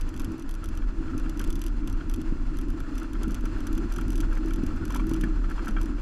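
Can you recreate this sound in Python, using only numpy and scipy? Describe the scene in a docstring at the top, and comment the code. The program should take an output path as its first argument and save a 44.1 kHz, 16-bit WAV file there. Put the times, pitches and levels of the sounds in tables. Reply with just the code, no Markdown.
"""Inside a vehicle on a gravel road: the cabin booms near its lowest air mode, a slowly wandering tone.
The rough surface shakes the body: floor, axle and panels filter patchy noise into drone, rumble and rush.
Bumps thud as soft pushes that ring the floor pan; a trim panel knocks as struck, decaying modes.
A small loose part near the microphone ticks, each contact a snap and a short bright ring with two bounces."""
import sys
import numpy as np
from scipy import signal
from scipy.fft import rfft, irfft
from scipy.io import wavfile
from scipy.ndimage import uniform_filter1d

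SR = 44100
rng = np.random.default_rng(int(sys.argv[2]) if len(sys.argv) > 2 else 0)


def put_to_file(sound):
    """Save the sound as 16-bit audio at rate SR, in the file named by the first command-line argument."""
    columns = np.atleast_2d(sound).T  # one column per channel
    safe = np.clip(columns, -1, 1)
    whole_steps = np.round(safe * 32767)
    wavfile.write(sys.argv[1], SR, whole_steps.astype(np.int16))


N = 265041
TIME = np.arange(N) / SR  # s
BINS = np.maximum(np.arange(N // 2 + 1) * SR / N, 1)  # Hz, kept above zero for the logarithm

# cabin boom strength: (time [s], level [dB])
BOOM_LEVEL = [(0.0, -28), (0.28, -36), (0.32, -44), (0.62, -27), (0.65, -39), (0.87, -22.5), (0.94, -42),
              (0.99, -22.5), (1.05, -47), (1.12, -23), (1.34, -33), (1.54, -24), (1.82, -28.5), (1.87, -36),
              (1.94, -23), (2.07, -42), (2.13, -23), (2.24, -44), (2.29, -30), (2.69, -26.5), (2.76, -36),
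              (3.0, -28.5), (3.05, -39), (3.2, -27), (3.85, -29), (4.37, -21.5), (4.49, -29), (4.54, -22),
              (4.82, -37.5), (5.02, -20.5), (5.09, -36), (5.1, -28.5), (5.47, -23), (5.51, -32),
              (5.82, -22.5), (5.89, -33), (5.96, -24), (6.01, -29)]
# cabin boom pitch: (time [s], frequency [Hz])
BOOM_PITCH = [(0.0, 28), (0.53, 28), (0.67, 34.5), (1.07, 32.5), (1.79, 34.5), (1.92, 31.5), (2.34, 31.5),
              (2.81, 38.5), (3.53, 35.5), (3.98, 37), (4.79, 33.0), (4.92, 38), (5.64, 35.5), (6.01, 35.8)]
# bumps under the wheels: (time [s], peak level [dB], pitch [Hz])
THUDS = [(0.219, -39, 272), (0.276, -26.5, 297), (0.342, -24, 292), (0.455, -47, 269), (0.596, -36, 275),
         (1.148, -21.5, 278), (1.483, -22, 306), (1.765, -44, 318), (2.184, -20, 245), (2.322, -19, 223),
         (2.677, -29, 265.5), (2.742, -31, 323), (3.277, -17.5, 218.5), (3.439, -21, 292.7),
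         (3.977, -27, 249), (4.452, -26, 302.5), (4.586, -21.5, 254), (4.634, -17.5, 238),
         (5.114, -18, 292), (5.236, -16.5, 244), (5.709, -23.5, 292.3), (5.839, -26, 313.4),
         (5.905, -51, 299)]
# floor pan modes, rung by the road and by bumps: (frequency [Hz], relative level [dB], t60 [s])
FLOOR_PAN = [(158.5, -6.5, 0.11), (184, -8, 0.12), (209.5, -4, 0.13), (245, -3, 0.15), (265.6, -2, 0.16),
             (286.8, -0.5, 0.14), (321.6, 1.5, 0.14), (344.2, -4.5, 0.11), (369, -8, 0.11),
             (396, -20, 0.086)]
# road roughness as the body passes it on: (time [s], floor drone level [dB], axle rumble level [dB])
ROAD = [(0.0, -39.5, -41), (0.25, -37, -39.5), (0.28, -34, -31.5), (0.44, -43.5, -53), (0.55, -39.5, -45),
        (0.63, -39, -35), (0.84, -39.5, -40.5), (1.19, -35.5, -36.5), (1.25, -37, -41.5),
        (1.96, -39, -36.5), (3.15, -38, -41.5), (3.23, -33, -36.5), (3.65, -36.5, -39.5), (3.83, -30, -36),
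        (3.93, -45.5, -43), (3.98, -33.5, -37.5), (4.62, -36.5, -40.5), (4.63, -29, -36),
        (4.7, -36.5, -35.5), (5.04, -29.5, -37.5), (5.56, -37.5, -42), (5.62, -34, -38.5),
        (5.96, -38.5, -40.5), (6.01, -39, -40)]
# trim knocks: (time [s], peak level before padding [dB], centre of the blow's colour [Hz], upper modes [dB])
KNOCKS = [(0.199, -37.5, 991, -11), (0.632, -36, 1340, -8), (0.82, -41, 1360, -5), (1.081, -39, 1350, -1),
          (1.132, -36, 1340, -15), (1.259, -35.5, 1370, -10), (1.401, -31, 1355, -16),
          (1.83, -41.5, 1227, -8), (2.008, -36.5, 1360, -5), (2.588, -39, 1450, -8.5),
          (2.802, -37, 1400, -2), (3.015, -35, 1350, -8), (3.152, -34.5, 1340, -11), (3.24, -35, 1340, -8),
          (3.458, -39, 1350, -11), (3.56, -39, 1340, -25), (3.665, -36.5, 1430, -17),
          (3.776, -36, 1340, -15), (3.809, -41, 1344, -15), (3.915, -36, 1294, -8), (3.985, -28, 1265, -6),
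          (4.013, -35, 1330, -8), (4.199, -38, 1410, -7), (4.231, -32, 1440, -13),
          (4.324, -34.5, 1210, -14), (4.369, -35, 1550, 0), (4.507, -32, 1570, -2.5),
          (4.707, -36.5, 1330, -14.5), (4.902, -30.5, 1056, -5.5), (4.94, -29, 1460, -9),
          (4.956, -26.5, 1020, -15), (4.995, -29.5, 930, -15), (5.039, -40, 1340, -16),
          (5.112, -37, 996, -14), (5.151, -35.5, 1430, -11), (5.235, -27.5, 1610, -6),
          (5.315, -48, 1320, -11), (5.444, -38, 1430, -6), (5.491, -37, 1450, -17.5),
          (5.508, -30.5, 1440, -10), (5.578, -34, 1078, -11), (5.591, -28.5, 1340, -15.5),
          (5.67, -27, 1470, -14), (5.682, -35, 1470, -21.5), (5.765, -27, 1320, -8), (5.782, -33, 1350, -8),
          (5.812, -41, 872, -9), (5.858, -41, 1340, -11), (5.98, -40, 1390, -4)]
# lower and upper trim modes: (frequency [Hz], relative level [dB], t60 [s])
TRIM = [(886, -16, 0.056), (1010, 3.5, 0.027), (1142, 0.5, 0.03), (1340, 6.5, 0.051), (1460, 1.8, 0.058),
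        (1570, 5.5, 0.031), (1723, 1, 0.049), (1840, -4.5, 0.067)]
TRIM_UPPER = [(2150, 1, 0.013), (2330, 0.4, 0.044), (2820, -6.5, 0.026), (2870, -16, 0.013),
              (3226, -1.5, 0.034)]
# ticks of the loose part: (time [s], peak level of the ring [dB])
TICKS = [(0.0113, -32.5), (0.0907, -39), (0.141, -42), (0.164, -38.5), (0.1755, -39), (0.1967, -31),
         (0.2184, -41), (0.2458, -34), (0.3187, -43), (0.3805, -43), (0.396, -39.5), (0.4234, -39),
         (0.4923, -38), (0.511, -36.5), (0.5404, -41), (0.5511, -40), (0.6414, -33.5), (0.658, -40),
         (0.688, -36.5), (0.7522, -43), (0.7738, -36.5), (1.179, -34), (1.1982, -41), (1.2955, -35.5),
         (1.3733, -39), (1.3945, -30.5), (1.414, -34), (1.4408, -31), (1.475, -40), (1.5034, -32),
         (1.5272, -35.5), (1.5554, -33.5), (1.5928, -40), (1.6164, -31), (1.6392, -35.5), (1.6643, -32.5),
         (1.6814, -41), (1.8748, -31.5), (1.8986, -40), (1.927, -40.5), (2.0966, -33.5), (2.114, -40),
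         (2.139, -31), (2.161, -40), (2.2155, -37.5), (2.57, -39.5), (2.587, -36), (2.6131, -37.5),
         (2.6838, -48), (2.7028, -40.5), (2.803, -40), (2.9545, -42), (2.9802, -32), (2.9993, -40),
         (3.031, -39.5), (3.1328, -36.5), (3.2322, -32), (3.2808, -38), (3.3077, -37), (3.3186, -39),
         (3.3448, -30.5), (3.409, -43.5), (3.4552, -33.5), (3.5838, -46), (3.6047, -40.5), (3.6692, -31),
         (3.729, -35.5), (3.7517, -40), (3.7783, -34.5), (3.9231, -34.5), (3.9384, -36.5), (3.9621, -32.5),
         (3.9837, -35), (4.012, -34), (4.0806, -39), (4.104, -33), (4.12, -39), (4.1297, -39.5),
         (4.1559, -31.5), (4.1786, -34), (4.2041, -29.5), (4.3301, -40.5), (4.353, -41), (4.3757, -43),
         (4.4594, -41.5), (4.483, -42), (4.5073, -40), (4.5357, -33), (4.56, -40), (4.636, -41.5),
         (4.6642, -34), (4.762, -46), (4.8531, -33), (4.8796, -40), (4.9053, -36), (4.9231, -37),
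         (4.9464, -30), (4.9618, -31), (4.9724, -37), (5.0015, -43), (5.0688, -37.5), (5.0938, -33.5),
         (5.1124, -38), (5.1359, -31), (5.1637, -44), (5.2114, -32), (5.2387, -37), (5.4994, -43),
         (5.5147, -43), (5.6474, -46.5), (5.6585, -39), (5.6819, -31), (5.7087, -42), (5.8138, -34),
         (5.831, -40.5), (5.8576, -40)]
# loose part modes: (frequency [Hz], relative level [dB], t60 [s])
PART = [(2600, 4, 0.0033), (3200, 0.5, 0.0089), (3500, -4.5, 0.013), (4040, -13, 0.013),
        (4640, -7.5, 0.013), (5250, -7.5, 0.012), (5914, -3, 0.02), (6430, -4, 0.0075), (7010, -8.5, 0.013),
        (7700, -3, 0.0058), (8360, -7, 0.0065), (9930, -1.5, 0.008), (10700, -4, 0.0049),
        (11590, -0.5, 0.006), (12200, -12, 0.0021), (12380, -5.5, 0.0041), (13700, -14, 0.0051),
        (13960, -19, 0.0056), (14800, -16, 0.0042), (15300, -23, .005)]
# axle rumble spectrum: (frequency [Hz], relative density [dB per Hz])
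AXLE = [(30, -49), (48, 6.5), (65, 4.5), (86, 6.5), (100, 2.5), (112, -17.5), (135, 2.5), (190, -55),
        (500, -120)]
# panel rush spectral slope: (frequency [Hz], relative density [dB per Hz])
PANELS = [(260, -37), (420, 3.5), (800, -7.5), (1400, -2.5), (2100, -9.5), (2720, -12.5), (3810, -22),
          (4240, -20), (5500, -22), (7240, -21.5), (9600, -26), (10800, -34), (13500, -34), (16000, -40)]
# panel resonances on that slope: (frequency [Hz], width [Hz], height above the slope [dB])
PANEL_PEAKS = [(938, 540, 7.4), (1320, 220, 3.5), (1460, 86, 3.8), (1750, 230, 3.1), (2700, 450, 5.94),
               (3430, 250, 6.7), (4236, 630, 8.2), (5040, 530, 7.1), (6020, 180, 8.3), (7130, 390, 6.7),
               (8700, 110, 0.83)]
# panel rush strength: (time [s], level [dB])
RUSH = [(0.0, -51), (0.77, -51.5), (1.42, -49), (1.56, -50.5), (2.53, -50.5), (3.65, -48), (5.74, -48),
        (6.01, -49.5)]

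BOOM_DIP_HZ, BOOM_DIP_DB = 14, 3  # rate and depth of the boom's faltering as the road kicks it out of step
SHUDDER_DB = -31  # rms of the slow body shake
PATCH_HZ, DRONE_PATCH_DB, RUMBLE_PATCH_DB = 16, 1.38, 0.7  # coarse and smooth patches of road pass by
RATTLE_S, FAINT_KNOCK_DB = 0.0045, 7.5  # decay of a knock's rattle; most that faint knocks exceed the rush
FLIGHT_S, FLIGHT_SPREAD = 0.0046, 0.16  # mean time to the first bounce and its relative spread
# a hard tick's bounce level; each dB softer lowers the bounce by this many dB more
HARD_TICK_DB, HARD_BOUNCE_DB, BOUNCE_SLOPE = -31.5, -4.5, 1.06
SNAP_DB, SNAP_S = -3, 0.0006  # drive of the unpitched snap before its filter, and its decay
SNAP_BAND_HZ = [3500, 13000]
TOP_HZ = 16450


def boom():
    """Cavity resonance: the lowest air mode of the cabin, a sine of wandering pitch and faltering level."""
    pitch_hz = np.interp(TIME, *np.transpose(BOOM_PITCH)) * (1 + 0.0597 * walk(30))
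    phase = 2 * np.pi * np.cumsum(pitch_hz) / SR
    # the cap lets the level dip further than it swells
    falter_db = BOOM_DIP_DB * np.minimum(walk(BOOM_DIP_HZ), 0.3)
    rms_db = np.interp(TIME, *np.transpose(BOOM_LEVEL)) + falter_db
    return np.sqrt(2) * undb(rms_db) * np.sin(phase)


def thuds():
    """Impulse response: each bump jolts the floor pan with a soft push, all its modes in the same sense."""
    out = np.zeros(N)
    push = np.hanning(int(0.0022 * SR))
    for s, db, hz in THUDS:
        gains = near(FLOOR_PAN, hz, 0.29)
        add(out, s, -undb(db) * ring(FLOOR_PAN, gains, push))
    return out


def ticks():
    """Impact and restitution: a bright contact snaps and rings, then bounces twice, weaker and duller."""
    rings, snaps = np.zeros(N), np.zeros(N)
    octaves = np.log2(np.array(PART)[:, 0] / 6000)
    for s, db in TICKS:
        # harder ticks bounce back stronger
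        bounce_db = min(HARD_BOUNCE_DB + BOUNCE_SLOPE * (db - HARD_TICK_DB), -1)
        flight = FLIGHT_S * (1 + FLIGHT_SPREAD * rng.standard_normal())
        # each contact: (delay [s], level change [dB], treble tilt [dB per octave])
        contacts = ((0, 0, 0.8), (flight, bounce_db, -2.5), (1.6 * flight, 6.2 * bounce_db, -4))
        for lag, change_db, tilt_db in contacts:
            gains = either_way(PART) * undb(tilt_db * octaves)
            contact_ring = ring(PART, gains, scrape(1.21, 0.00034, 0.0014))
            add(rings, s + lag, undb(db + change_db) * contact_ring)
            add(snaps, s + lag, undb(db + change_db + SNAP_DB) * scrape(0, 0.00015, SNAP_S))
    snap_filter = signal.butter(2, SNAP_BAND_HZ, "band", fs=SR, output="sos")
    return rings + signal.sosfilt(snap_filter, snaps)


def knocks():
    """Modal excitation: blows ring the trim, among many faint rattles that follow the level of the rush."""
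    when, size, where = rng.random((220, 3)).T
    when = when * N / SR
    faint_db = np.interp(when, *np.transpose(RUSH)) + FAINT_KNOCK_DB * size
    faint = np.c_[when, faint_db, 1200 + 350 * where, np.full(len(when), -16)]
    modes = TRIM + TRIM_UPPER
    out = np.zeros(N)
    for s, db, hz, upper_db in np.r_[KNOCKS, faint]:
        upper_gains = undb(upper_db) * np.ones(len(TRIM_UPPER))
        gains = np.r_[near(TRIM, hz, 0.24), upper_gains] * either_way(modes)
        add(out, s, undb(db) * ring(modes, gains, scrape(0.93, 0.00017, RATTLE_S)))
    # padded contact: no sharp edge to the blows
    return signal.sosfilt(signal.butter(4, 4200, fs=SR, output="sos"), out)


def body_shudder():
    """Band-limited random vibration: slow shaking of the body, mostly below the boom."""
    band = signal.butter(2, [14, 28], "band", fs=SR, output="sos")
    return level(signal.sosfilt(band, rng.standard_normal(N)), SHUDDER_DB)


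def floor_drone():
    """Forced vibration: gravel noise convolved with the floor pan's modal response."""
    response = ring(FLOOR_PAN, either_way(FLOOR_PAN), np.hanning(int(0.0012 * SR)))
    drone = level(signal.fftconvolve(gravel(40, 1.43), response)[:N], 0)
    s, floor_db, _ = np.transpose(ROAD)
    return drone * undb(np.interp(TIME, s, floor_db) + DRONE_PATCH_DB * walk(PATCH_HZ))


def axle_rumble():
    """Low-frequency transmission: gravel noise takes on the spectrum of the axle."""
    rumble = colour(gravel(25, 0.38), AXLE)
    s, _, axle_db = np.transpose(ROAD)
    return rumble * undb(np.interp(TIME, s, axle_db) + RUMBLE_PATCH_DB * walk(PATCH_HZ))


def panel_rush():
    """Broadband panel radiation: gravel noise on a spectral slope with resonances standing out."""
    rush = colour(gravel(60, 1.58), PANELS, PANEL_PEAKS)
    return rush * undb(np.interp(TIME, *np.transpose(RUSH)))


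def gravel(rate, patchy_db):
    """Random excitation: stones pass under the tyres in uneven patches, as noise of fluttering strength."""
    return rng.standard_normal(N) * undb(patchy_db * walk(rate))


def ring(modes, gains, push):
    """Modal superposition: decaying sines set going by a force pattern; peak 1."""
    hz, db, t60 = np.transpose(modes)[:, :, None]
    t = np.arange(int(t60.max() * SR)) / SR
    decay = np.exp(-np.log(1000) * t / t60)
    tones = np.sin(2 * np.pi * hz * t) * decay
    response = (gains[:, None] * undb(db) * tones).sum(axis=0)
    y = signal.fftconvolve(response, push)
    return y / np.abs(y).max()


def scrape(blow, rise_s, fall_s):
    """Contact force: a first blow, with many tiny random pushes that swell and die away."""
    t = np.arange(int(0.04 * SR)) / SR
    envelope = (1 - np.exp(-t / rise_s)) * np.exp(-t / fall_s)
    pushes = rng.standard_normal(len(t)) * envelope
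    return pushes / np.sqrt(np.sum(pushes ** 2)) + blow * (t == 0)


def near(modes, hz, spread):
    """Modal participation: where a thing is struck decides which neighbouring modes speak."""
    return np.exp(-(np.log(np.array(modes)[:, 0] / hz) / spread) ** 2)


def either_way(modes):
    """Modal phase: neighbouring modes move in opposite senses at most points of a plate."""
    return (-1.) ** np.arange(len(modes))


def colour(x, spectrum, peaks=()):
    """Linear filtering: shapes x by spectral points with resonant humps on top; rms 1."""
    hz, db = np.transpose(spectrum)
    shape_db = np.interp(np.log(BINS), np.log(hz), db)
    for f, width, top in peaks:
        shape_db = shape_db + top / (1 + (2 * (BINS - f) / width) ** 2)
    return level(irfft(rfft(x) * undb(shape_db), N), 0)


def walk(rate):
    """Slow random modulation: values held 1 / rate s and smoothed by two moving averages; spread near 1."""
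    k = int(SR / rate)
    steps = np.repeat(rng.standard_normal(N // k + 1), k)
    return 1.378 * uniform_filter1d(uniform_filter1d(steps, k), k)[:N]


def undb(db):
    """Decibel law: amplitude ratio of a level in dB."""
    return 10 ** (np.asarray(db) / 20)


def level(x, db):
    """Root-mean-square normalisation: scales x to an rms level in dB."""
    return x * undb(db) / np.sqrt(np.mean(x ** 2))


def add(out, s, y):
    """Linear superposition: adds y to out from time s, cut at the end."""
    i = int(s * SR)
    out[i:i + len(y)] += y[:N - i]


def scene():
    """Superposition of all sources at one point, as a single channel."""
    events = thuds() + ticks() + knocks()
    background = body_shudder() + floor_drone() + axle_rumble() + panel_rush()
    return (boom() + events + background)[None]


def record(dry):
    """Band limitation: a steep elliptic low-pass cuts the top."""
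    return signal.sosfilt(signal.ellip(12, 0.2, 80, TOP_HZ, fs=SR, output="sos"), dry)


dry = scene()
out = record(dry)
put_to_file(out)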